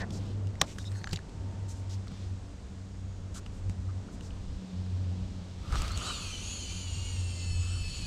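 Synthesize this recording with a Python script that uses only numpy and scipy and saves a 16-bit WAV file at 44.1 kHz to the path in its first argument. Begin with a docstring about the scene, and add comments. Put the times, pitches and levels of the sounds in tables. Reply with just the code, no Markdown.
"""The free spool of a fishing reel whines as it slows after a riverside cast: its gears and bearings make
tones at multiples of the rotation rate, and the metal frame radiates them through its resonances.
Before that, hands rub and tick on the reel, and the swung rod whooshes through the air.
Behind it a distant engine drones in three harmonics over wind rumble, river hiss, a faint whistle
and a thin insect band. One microphone hears it all."""
import sys
import numpy as np
from scipy import signal
from scipy.fft import rfft, irfft
from scipy.io import wavfile
from scipy.ndimage import uniform_filter1d

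SR = 44100
rng = np.random.default_rng(int(sys.argv[2]) if len(sys.argv) > 2 else 0)


def bounce(signal):
    """Save signal as a 16-bit WAV file at the path given by the first command-line argument."""
    frames = np.transpose(np.atleast_2d(signal))
    limited = np.clip(frames, -1, 1)
    pcm = np.round(limited * 32767).astype(np.int16)
    wavfile.write(sys.argv[1], SR, pcm)


N = 355490
TIME = np.arange(N) / SR

# Spool speed jumps at release, then sags in shrinking surges as the rod tip nods.
# Each row: time in seconds, gear mesh frequency in Hz, mesh tone level in dB.
GEAR_MESH = [(5.97, 2800, -62), (6.01, 2950, -58), (6.04, 3650, -50), (6.07, 3990, -44), (6.1, 3944, -47),
             (6.18, 3556, -52), (6.26, 3210, -57), (6.33, 3070, -49), (6.38, 2967, -52), (6.46, 3230, -59),
             (6.51, 3400, -55), (6.56, 3270, -58), (6.6, 3138, -50), (6.65, 2990, -52), (6.76, 3133, -54),
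             (6.95, 2793, -52), (7.09, 2894, -53), (7.22, 2685, -53), (7.3, 2712, -55), (7.42, 2670, -57),
             (7.59, 2598, -52), (7.73, 2655, -55), (7.86, 2604, -50.5), (8, 2630, -53), (8.06, 2470, -50)]
# Spool noise. Each row: time in seconds, whirr level in dB, sizzle and rasp in dB against the whirr.
SPOOL_NOISE = [(5.97, -43, -6, -10), (6.03, -42.5, -8, -3), (6.09, -40, -4, -2), (6.14, -42.5, -9, -2.5),
               (6.31, -44, -7, -3.5), (6.37, -46.5, -7, -4), (6.47, -44.5, -3.5, -4.5),
               (6.63, -47, 0, -2.5), (6.68, -46.5, -3.5, -2), (6.82, -46.5, -0.5, -2),
               (6.86, -50, -1, -1.5), (6.92, -48, 0, -2), (7.05, -48, 0, -3.5), (7.28, -51, -1.5, -2.5),
               (7.41, -50.5, 1.5, 0.5), (7.52, -52.5, -1.5, -3.5), (7.64, -50, 0.5, -0.5),
               (7.75, -49.5, -9, -6), (7.86, -49, -6, -1.5), (7.97, -46.5, -5, -1), (8.06, -48.5, -9, 0)]
# Resonances of the reel frame. 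Each row: centre in Hz, width in Hz, gain in dB.
FRAME_MODES = [(1290, 930, -1.5), (2896, 960, 9), (5560, 1300, 4), (8250, 1800, 3.5), (9820, 1100, 4.5),
               (13600, 2800, -2)]
# Bearing tones, idler gear, then clusters round mesh harmonics 2 to 4. Each entry: cycles per spool turn.
WHINE_ORDERS = [10.08, 15.12, 26 / 3, 52 / 3, 65 / 3, 104 / 3, 25, 26, 27, 39, 40, 41, 42, 50, 52, 53]
# Strength of those orders. Each row: relative level in dB, dB gained per octave of spool speed.
WHINE_LEVELS = [(-61, 32), (-62, -15), (-67, -25), (-61, 15), (-64, -45), (-65, -15), (-64, 12), (-62, 12),
                (-63, 12), (-61, -5), (-62, -5), (-66, 6), (-68, 12), (-79, -35), (-74, -35), (-74, -35)]
# Bands where the frame radiates the whine best. Each row: centre in Hz, width in Hz, gain in dB.
RADIATION_BANDS = [(2800, 1000, 0.1), (4400, 700, -1), (5300, 500, -3), (6550, 800, 5), (8300, 700, -4),
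                   (10100, 500, 7)]
# Thin metal rings. Each row: resonance in Hz, width in Hz, level in dB.
RING_MODES = [(4468, 130, -64), (6950, 150, -67), (10148, 150, -68), (11660, 100, -72), (12322, 80, -76)]
# Onset of each ring. Each entry: start in seconds.
RING_STARTS = [6.9, 6.4, 6.2, 6.88, 6.88]
# Loose gears. Each row: time in seconds, levels in dB near the 2nd and the 3rd mesh harmonic.
GEAR_CHATTER = [(6.0, -59, -70), (6.08, -55, -68), (6.2, -64, -64), (6.3, -53, -63), (6.4, -53, -66),
                (6.5, -49, -62), (6.58, -51, -64), (6.7, -57, -59), (6.9, -62, -61), (7.2, -72, -59),
                (7.6, -66, -55), (8.06, -61, -60)]
# The rod's throw and rebound. Each row: time in seconds, level of the hollow whoosh in dB.
ROD_SWING = [(5.6, -65), (5.69, -55.5), (5.74, -41), (5.78, -49), (5.84, -43.5), (5.87, -50), (5.97, -51),
             (6.05, -44.5), (6.1, -45), (6.15, -53), (6.22, -51.5), (6.4, -67)]
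# Ticks of fingers and clutch. Each row: start in seconds, crack peak in dB, centre in Hz,
# treble gain in dB, thud in dB against the peak, time to decay by 60 dB in seconds.
REEL_TICKS = [(0.1053, -34.5, 3670, -14, 5, 0.026), (0.264, -45, 7000, -3, -20, 0.013),
              (0.4708, -38.5, 3000, -9, -13, 0.011), (0.554, -42, 2000, -21, 1, .012),
              (0.613, -12.5, 2070, -17, -22, 0.014), (0.615, -2, 3870, 9, -30, 0.0057),
              (0.6148, -19, 8540, -12, -30, 0.0053), (0.6171, -11.5, 1160, -17.5, -11, 0.012),
              (0.76, -47, 2600, -22, -15, .012), (0.784, -28.5, 1560, -13, -11, 0.026),
              (0.843, -37, 1800, -15, -15, 0.0099), (0.917, -37, 1300, -17, -17, 0.016),
              (0.924, -45, 2700, -14, -15, .012), (0.951, -43, 1600, -20, -15, 0.011),
              (0.957, -42, 1700, -20, -15, .012), (1.005, -47, 1500, -20, -15, .012),
              (1.015, -43, 1810, -12, 10, 0.011), (1.042, -29, 4230, -28, -25, 0.0081),
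              (1.075, -38, 4400, -15, -23, .012), (1.092, -37, 4300, -12, -20, .012),
              (1.0423, -26, 1620, -36, -12, 0.0055), (1.072, -29, 1520, -37, -17, .014),
              (1.11, -34, 4300, -16, -5, 0.021), (1.129, -25.5, 4300, -9, -4, 0.022),
              (1.131, -25, 2720, -4, 3, 0.052), (1.159, -27.5, 3850, -30, -27, 0.018),
              (1.171, -33, 2500, -23, -15, 0.02), (1.1895, -37, 1700, -28, -18, 0.012),
              (1.2942, -41, 4170, -2, -7, 0.0087), (2.0714, -40.5, 1380, -19, -20, 0.012),
              (2.0795, -40.5, 4330, -19, -7, 0.021), (2.118, -39.5, 1310, -22, 7.5, 0.0034),
              (3.346, -42, 7800, -12, -20, 0.02), (3.462, -38, 2700, -28, -10, 0.012),
              (3.463, -43, 1250, -28, -10, .012), (3.696, -34, 2010, -7, 5, 0.015),
              (4.208, -39, 2900, -20, -10, 0.012), (4.2085, -44, 1320, -25, -5, .012),
              (4.306, -45, 2900, -28, -20, .012), (5.724, -30, 1210, -25, -21, 0.017),
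              (5.735, -38, 9000, -10, -25, .008), (5.745, -38, 11500, -10, -29, .008),
              (5.756, -21.5, 1240, -36, -15, 0.0061), (5.7842, -33, 9000, -12, -20, .01),
              (5.819, -20, 7360, 14, -21, 0.011), (5.8793, -29, 4300, 0, -22, 0.011),
              (5.87, -35, 10500, -8, -25, .01), (5.917, -32, 7260, -3, -12, 0.032),
              (5.918, -36, 13000, -15, -25, .012), (5.975, -26, 7360, -15, -20, 0.0067),
              (5.9748, -28, 3500, -15, -20, .008)]
# The reel's side plate, rung by every tick. Each row: centre in Hz, width in Hz, relative gain in dB.
PLATE_MODES = [(400, 60, 0), (800, 59, 11), (1710, 300, -4), (3800, 340, -3), (4500, 120, -17),
               (7340, 240, -33)]
# Wide noise swells: short rubs of skin and cloth, a faint high background sheen, and a long swell
# of river hiss. Each row: start in seconds, length in seconds, centre in Hz, level in dB.
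NOISE_SWELLS = [(0, 0.027, 3480, -47.5), (0, 0.051, 690, -44.5), (0.018, 0.08, 6970, -82),
                (0.12, 0.074, 5370, -51.5), (0.183, 0.18, 3440, -59.5), (0.105, .24, 10400, -67),
                (0.642, 0.44, 10700, -62), (.616, 0.039, 736, -46.5), (.617, 0.036, 4020, -53),
                (0.66, 0.087, 6160, -55), (0.669, 0.066, 2620, -55.5), (0.617, 0.017, 300, -35.5),
                (0.78, 0.062, 5270, -55), (0.84, 0.043, 6000, -59), (0.904, 0.074, 1520, -63),
                (0.952, 0.054, 7200, -60), (1.095, 0.061, 6960, -60), (1.127, 0.016, 220, -40),
                (1.121, 0.013, 4500, -48), (1.682, 0.054, 7350, -51), (1.734, 0.09, 6940, -61),
                (1.894, 0.068, 4800, -52.5), (2.095, 0.21, 3880, -60.5), (3.342, 0.055, 7560, -48),
                (3.344, .045, 3300, -55), (3.521, 0.087, 8000, -65), (3.692, 0.035, 6000, -62),
                (4.12, 0.042, 7030, -60.5), (4.22, 0.073, 5770, -58.5), (4.301, 1.9, 3600, -62)]
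# Line and thumb on the spool. Each row: start in seconds, length in seconds, centre in Hz, level in dB.
LINE_SQUEAKS = [(0, 0.048, 1750, -41.5), (0.597, 0.035, 5600, -48), (0.792, 0.03, 3700, -57),
                (0.852, 0.04, 3760, -49.5), (0.902, 0.028, 8300, -61), (5.758, 0.039, 5600, -50),
                (5.909, 0.018, 4240, -48.5), (5.926, 0.041, 4420, -48), (0.941, 0.091, 4330, -59),
                (1.037, .013, 6200, -55), (1.052, 0.013, 6200, -57), (1.064, 0.059, 7100, -63),
                (1.147, .02, 6870, -60), (0.787, 0.02, 5650, -61), (0.848, .04, 5300, -59),
                (0.849, 0.033, 7000, -64), (0.97, 0.031, 6450, -62), (0.962, .035, 8050, -64),
                (0.96, 0.041, 1610, -58.5), (1.085, 0.035, 1670, -54), (3.353, 0.044, 1320, -51.5),
                (3.886, 0.025, 1210, -55.5), (4.083, 0.014, 1340, -56), (7.619, 0.2, 1330, -59)]
# The engine's fundamental swells and fades as the air moves. 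Each row: time in seconds, level in dB.
ENGINE_FUNDAMENTAL = [(0.0, -44.5), (0.49, -34), (0.65, -50.5), (0.94, -33), (1.1, -53), (1.14, -35),
                      (1.28, -56), (1.46, -36.5), (2.02, -38), (2.11, -46.5), (2.31, -33.5), (2.69, -68),
                      (2.8, -41.5), (3.57, -46), (3.7, -30.5), (3.77, -45), (3.88, -30), (4.15, -57),
                      (4.18, -43.5), (4.44, -42.5), (4.67, -59), (4.74, -40), (4.98, -29.5), (5.5, -44.5),
                      (6.02, -40), (6.06, -71), (6.24, -42.5), (6.71, -49), (6.8, -36), (7.07, -38.5),
                      (7.16, -30), (7.39, -39), (7.59, -29), (8.06, -50)]
# Its second harmonic swells on its own. Each row: time in seconds, level in dB.
ENGINE_SECOND = [(0, -54), (1.2, -62.5), (2.9, -53), (3.5, -54.5), (4.45, -53.5), (4.6, -42), (4.9, -43),
                 (5.0, -54), (5.15, -41), (5.35, -48), (5.5, -52.5), (6.6, -57), (6.75, -47.5), (7.0, -71),
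                 (7.5, -54), (8.06, -54)]
# Gusts on the microphone. Each row: time in seconds, gust strength in dB.
GUSTS = [(0.0, -49), (0.52, -51), (2.69, -52), (3.61, -41), (4.06, -53.5), (4.56, -37.5), (4.65, -53),
         (5.68, -44), (5.75, -30), (5.84, -38), (5.97, -41), (6.84, -49.5), (6.87, -37.5), (7.43, -47),
         (7.54, -35), (7.59, -40), (8.06, -42)]
# Spectrum of the river. Each row: frequency in Hz, relative gain in dB.
RIVER_SPECTRUM = [(60, -15.5), (110, -9), (200, -7), (300, -14), (550, -19.5), (1000, -26), (1400, -29.5),
                  (2200, -34), (3700, -35), (7000, -37), (10500, -42), (12500, -44.5), (13200, -60)]
# The low roar thins as the listener turns. Each row: time in seconds, gain in dB against the hiss.
RIVER_ROAR = [(0, 5.5), (.6, 4), (1.3, 1.5), (2.5, -2), (4, -0.5), (5.5, 0), (6.5, -2), (7.2, -4),
              (8.06, -5.5)]
# A faint whistle. Each row: time in seconds, frequency in Hz, level in dB.
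FAINT_WHISTLE = [(.3, 915, -84), (1.1, 912, -64), (1.3, 908, -65.5), (1.95, 910, -64), (2.05, 912, -95),
                 (6.2, 931, -71), (6.5, 909, -69), (7.2, 914, -67)]
# Response of the microphone housing. Each row: frequency in Hz, gain in dB.
HOUSING_RESPONSE = [(100, 0), (6500, 0), (8400, -1), (9400, -10), (10100, -9), (11000, -17), (12500, -14),
                    (14100, -21), (14500, -30), (15700, -24)]

SPOOL_START = int((SPOOL_NOISE[0][0] - .05) * SR)  # sample index just ahead of the release
SPOOL_N = N - SPOOL_START
GEAR_TEETH, FREE_RUN_S = 13, 6.0


def spool():
    """Rotation sets every pitch: gear teeth meet at the tooth count times the spool's turning rate."""
    mesh_hz, mesh_db = uniform_filter1d(curves(GEAR_MESH), size=SR // 25)[:, SPOOL_START:]
    tug = 1 + 0.00313 * walk(90, SPOOL_N)  # the line pulls unevenly, which roughens every tone
    turns = np.cumsum(mesh_hz * tug) / SR / GEAR_TEETH
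    # uneven teeth repeat every turn, giving tones at whole orders of the rotation
    flaws = sum(undb(-29.5 + 3 * walk(8, SPOOL_N)) * tone(order * turns)
                for order in range(11, 62) if order != GEAR_TEETH)
    throb = 1 + 0.14 * np.sin(2 * np.pi * turns)
    rolling = rng.standard_normal(SPOOL_N) * throb * undb(0.85 * walk(39.75, SPOOL_N))
    free = onset(FREE_RUN_S) ** 2
    whirr = frame_whirr(rolling + free * flaws)
    flicker_db = 2.2 * walk(25, SPOOL_N) + 1.5 * walk(60, SPOOL_N)
    mesh = undb(mesh_db + flicker_db) * tone(GEAR_TEETH * turns)
    running = free * (gear_chatter(turns) + whine(turns, mesh_hz))
    rings = metal_rings(0.022 * rolling + flaws)
    return gate(SPOOL_NOISE) * np.pad(whirr + mesh + running + rings, (SPOOL_START, 0))


def frame_whirr(drive):
    """Forced vibration: the frame passes the parts of the drive that lie near its resonances."""
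    whirr_db, sizzle_db, rasp_db = curves(SPOOL_NOISE)[:, SPOOL_START:]
    whirr = unit(sum(undb(db) * band(drive, hz, width) for hz, width, db in FRAME_MODES))
    sizzle = undb(sizzle_db + 0.5 * walk(15, SPOOL_N)) * unit(band(drive, hz=6870, width_hz=750))
    rasp = undb(rasp_db + 0.39 * walk(11.2, SPOOL_N)) * unit(band(drive, hz=4400, width_hz=760))
    return undb(whirr_db) * (whirr + rasp + sizzle)


def gear_chatter(turns, orders=(26.3, 39.8)):
    """Random modulation: loose gears spread noise sidebands near the 2nd and 3rd mesh harmonics."""
    chatter = 0
    for db, order in zip(curves(GEAR_CHATTER)[:, SPOOL_START:], orders):
        for shift in (0, 1 / 4):  # two carriers a quarter cycle apart
            chatter += undb(db) * walk(450, SPOOL_N) * np.cos(2 * np.pi * (order * turns + shift))
    return chatter


def whine(turns, mesh_hz):
    """Resonant radiation: bearing and gear tones swell as they glide through a band of the frame."""
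    octaves = np.log2(mesh_hz / 3000)
    tones = 0
    for (db, db_per_octave), order in zip(WHINE_LEVELS, WHINE_ORDERS):
        flicker_db = 4 * np.minimum(walk(13.1, SPOOL_N), .8) + 3 * walk(60, SPOOL_N)
        tones += undb(db + db_per_octave * octaves + flicker_db) * tone(order * turns)
    return 0.055 * tones + sum(undb(db) * resonate(tones, hz, width) for hz, width, db in RADIATION_BANDS)


def metal_rings(drive):
    """Sympathetic resonance: a thin ring sings when a whole order crosses its narrow mode."""
    return sum(undb(db + 5.2 * walk(14.28, SPOOL_N)) * onset(start) * unit(band(drive, hz, width))
               for (hz, width, db), start in zip(RING_MODES, RING_STARTS))


def rod_swing(peak_s=5.775, rise_db_per_s=136, fall_db_per_s=36):
    """Flow noise: the rod whooshes in a hollow, fluttering band while air hisses and a sleeve rumbles."""
    (hollow_db,) = curves(ROD_SWING)
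    since_peak = TIME - peak_s
    air_db = -43 + np.minimum(rise_db_per_s * since_peak, -fall_db_per_s * since_peak)
    moving = np.interp(TIME, [5.93, 6.1], [1, 0])  # the air hiss dies as the rod stops
    air = undb(air_db + 0.67 * walk(71)) * moving * (hiss(3040, 4300) + 0.62 * hiss(11700, 8700))
    hollow = undb(hollow_db + 2.44 * walk(70)) * hiss(1265, 300)
    sleeve = undb(hollow_db - 5) * hiss(590, 840)
    return gate(ROD_SWING) * (hollow + air + sleeve)


def ticks(attack_s=.0006, thud_hz=170, thud_decay_s=0.0092):
    """Impact excitation: each tick cracks, rings the side plate and thuds through the body."""
    out = np.zeros(N)
    t = np.arange(2048) / SR
    thud = np.sin(2 * np.pi * thud_hz * t) * np.exp(-t / thud_decay_s)
    for start, db, hz, treble_db, thud_db, t60 in REEL_TICKS:
        impact = rng.standard_normal(len(t)) * undb(-60 * t / t60) * np.minimum(t / attack_s, 1)
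        plate = sum(undb(mode_db) * resonate(impact, f, width) for f, width, mode_db in PLATE_MODES)
        treble = undb(treble_db) * resonate(impact, 4100, 19700)
        crack = 0.12 * plate + resonate(impact, hz, 0.16 * hz) + treble
        add(out, start, undb(db) * (crack / np.abs(crack).max() + undb(thud_db) * thud))
    return out


def squeaks():
    """Sliding friction: line and thumb squeak on the spool in narrow bands of noise."""
    out = np.zeros(N)
    for start, length, hz, db in LINE_SQUEAKS:
        add(out, start, undb(db) * burst(length, hz, width_hz=330))
    return out


def noise_swells():
    """Wideband noise under an envelope: short rubs, a faint background sheen, a swell of river hiss."""
    out = np.zeros(N)
    for start, length, hz, db in NOISE_SWELLS:
        body = burst(length, hz, width_hz=hz)
        sheen = undb(-6.5) * min(hz / 5000, 1) ** 2 * burst(length, hz=11500, width_hz=5300)
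        add(out, start, undb(db) * (body + sheen))
    return out


def engine(start_hz=98.46, sag_hz_per_s=1.2):
    """Propagation through moving air makes the three harmonics of a distant engine waver."""
    levels_db = [curves(ENGINE_FUNDAMENTAL)[0] + 0.28 * walk(13),
                 curves(ENGINE_SECOND)[0] + 2 * walk(20),
                 -63 + 1.55 * walk(4.9)]
    hz = (start_hz - sag_hz_per_s * TIME) * (1 + 0.012 * walk(25))
    cycles = np.cumsum(hz) / SR
    return sum(undb(db + 2.06 * walk(29)) * tone(k * cycles) for k, db in enumerate(levels_db, 1))


def wind(calm_db=-47.5, flutter_share=0.52):
    """Turbulent pressure buffets the microphone in two low bands; the upper follows gusts only in part."""
    (gust_db,) = curves(GUSTS)
    buffet = undb(gust_db - 1.5 + 3 * walk(8.1)) * hiss(32.5, 38)
    flutter_db = calm_db + flutter_share * (gust_db - calm_db) + 2
    return buffet + undb(flutter_db + 3 * walk(18)) * hiss(64.4, 50)


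def river(crossover_hz=900):
    """Broadband flow noise: the water's low roar and smooth hiss swell independently."""
    water = colour(rng.standard_normal(N), RIVER_SPECTRUM)
    low = signal.sosfilt(signal.butter(1, crossover_hz, fs=SR, output="sos"), water)
    roar = undb(curves(RIVER_ROAR)[0] + 1.3 * walk(3)) * low
    high = undb(.5 * walk(1.8)) * (water - low)
    return undb(-21) * (roar + high)


def whistle():
    """A faint pure tone, slightly modulated in amplitude and frequency."""
    hz, db = curves(FAINT_WHISTLE)
    return gate(FAINT_WHISTLE) * undb(db + 1.5 * walk(12)) * tone(np.cumsum(hz) / SR)


def insect(peak_s=3, span_s=.6):
    """Narrowband noise: a thin, flickering insect call swells and fades once."""
    swell = np.exp(-((TIME - peak_s) / span_s) ** 2)
    return swell * undb(-76 + 2 * walk(4.7)) * hiss(6700, 250)


def undb(db):
    """Decibels to amplitude gain."""
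    return 10 ** (np.asarray(db) / 20)


def unit(x):
    """Normalisation to rms 1."""
    return x / np.sqrt(np.mean(x ** 2))


def curves(table):
    """Linear interpolation in time of each column after the first."""
    times, *columns = np.transpose(table)
    return np.array([np.interp(TIME, times, column) for column in columns])


def gate(table, fade_s=.03):
    """A window open over the table's time span, fading just outside it."""
    return np.clip(np.minimum(TIME - table[0][0], table[-1][0] - TIME) / fade_s + 1, 0, 1)


def onset(start_s, rise_s=0.029):
    """A linear rise from 0 to 1 on the spool's stretch of time."""
    return np.clip((TIME[SPOOL_START:] - start_s) / rise_s, 0, 1)


def resonate(x, hz, width_hz):
    """A second-order resonance, gain 1 at its centre."""
    return signal.lfilter(*signal.iirpeak(hz, hz / width_hz, fs=SR), x)


def band(x, hz, width_hz):
    """Two equal resonances in cascade, for steeper skirts."""
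    return resonate(resonate(x, hz, width_hz), hz, width_hz)


def hiss(hz, width_hz, size=N):
    """Band-pass noise of rms 1."""
    return unit(band(rng.standard_normal(size), hz, width_hz))


def burst(length, hz, width_hz):
    """Band-pass noise whose envelope swells quickly, holds and fades."""
    settle = 8192  # samples dropped while the filter settles
    noise = hiss(hz, width_hz, settle + int(1.2 * length * SR))[settle:]
    progress = np.arange(len(noise)) / SR / length
    return noise * np.clip(4 * progress, 0, 1) ** 0.28 * np.clip(2.7 * (1.1 - progress), 0, 1)


def walk(rate, size=N):
    """A random modulator gliding between `rate` values a second; spread near 1."""
    hold = int(SR / rate)
    steps = np.repeat(rng.standard_normal(size // hold + 1), hold)
    return 1.125 * uniform_filter1d(steps, hold)[:size]


def tone(cycles):
    """A sinusoid of rms 1 with a random starting phase."""
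    return np.sqrt(2) * np.sin(2 * np.pi * (cycles + rng.random()))


def colour(x, points):
    """Spectral shaping by (Hz, dB) points joined on a log frequency axis."""
    hz = np.maximum(np.fft.rfftfreq(N, 1 / SR), 1)
    point_hz, db = np.transpose(points)
    return irfft(rfft(x) * undb(np.interp(np.log(hz), np.log(point_hz), db)), N)


def add(out, start_s, sound):
    """Superposition of a sound onto out, from start_s on."""
    i = int(start_s * SR)
    out[i:i + len(sound)] += sound[:N - i]


def scene():
    """Superposition: all sources sum at one microphone, which feeds both channels."""
    background = river() + insect() + engine() + wind() + whistle()
    mono = background + spool() + rod_swing() + ticks() + noise_swells() + squeaks()
    return np.array([mono, mono])


def record(dry, cutoff_hz=15700):
    """Filtering: the housing dulls the treble in steps, and a steep low-pass cuts off the top."""
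    lowpass = signal.ellip(8, .2, 80, cutoff_hz, fs=SR, output="sos")
    return signal.sosfilt(lowpass, colour(dry, HOUSING_RESPONSE))


dry = scene()
out = record(dry)
bounce(out)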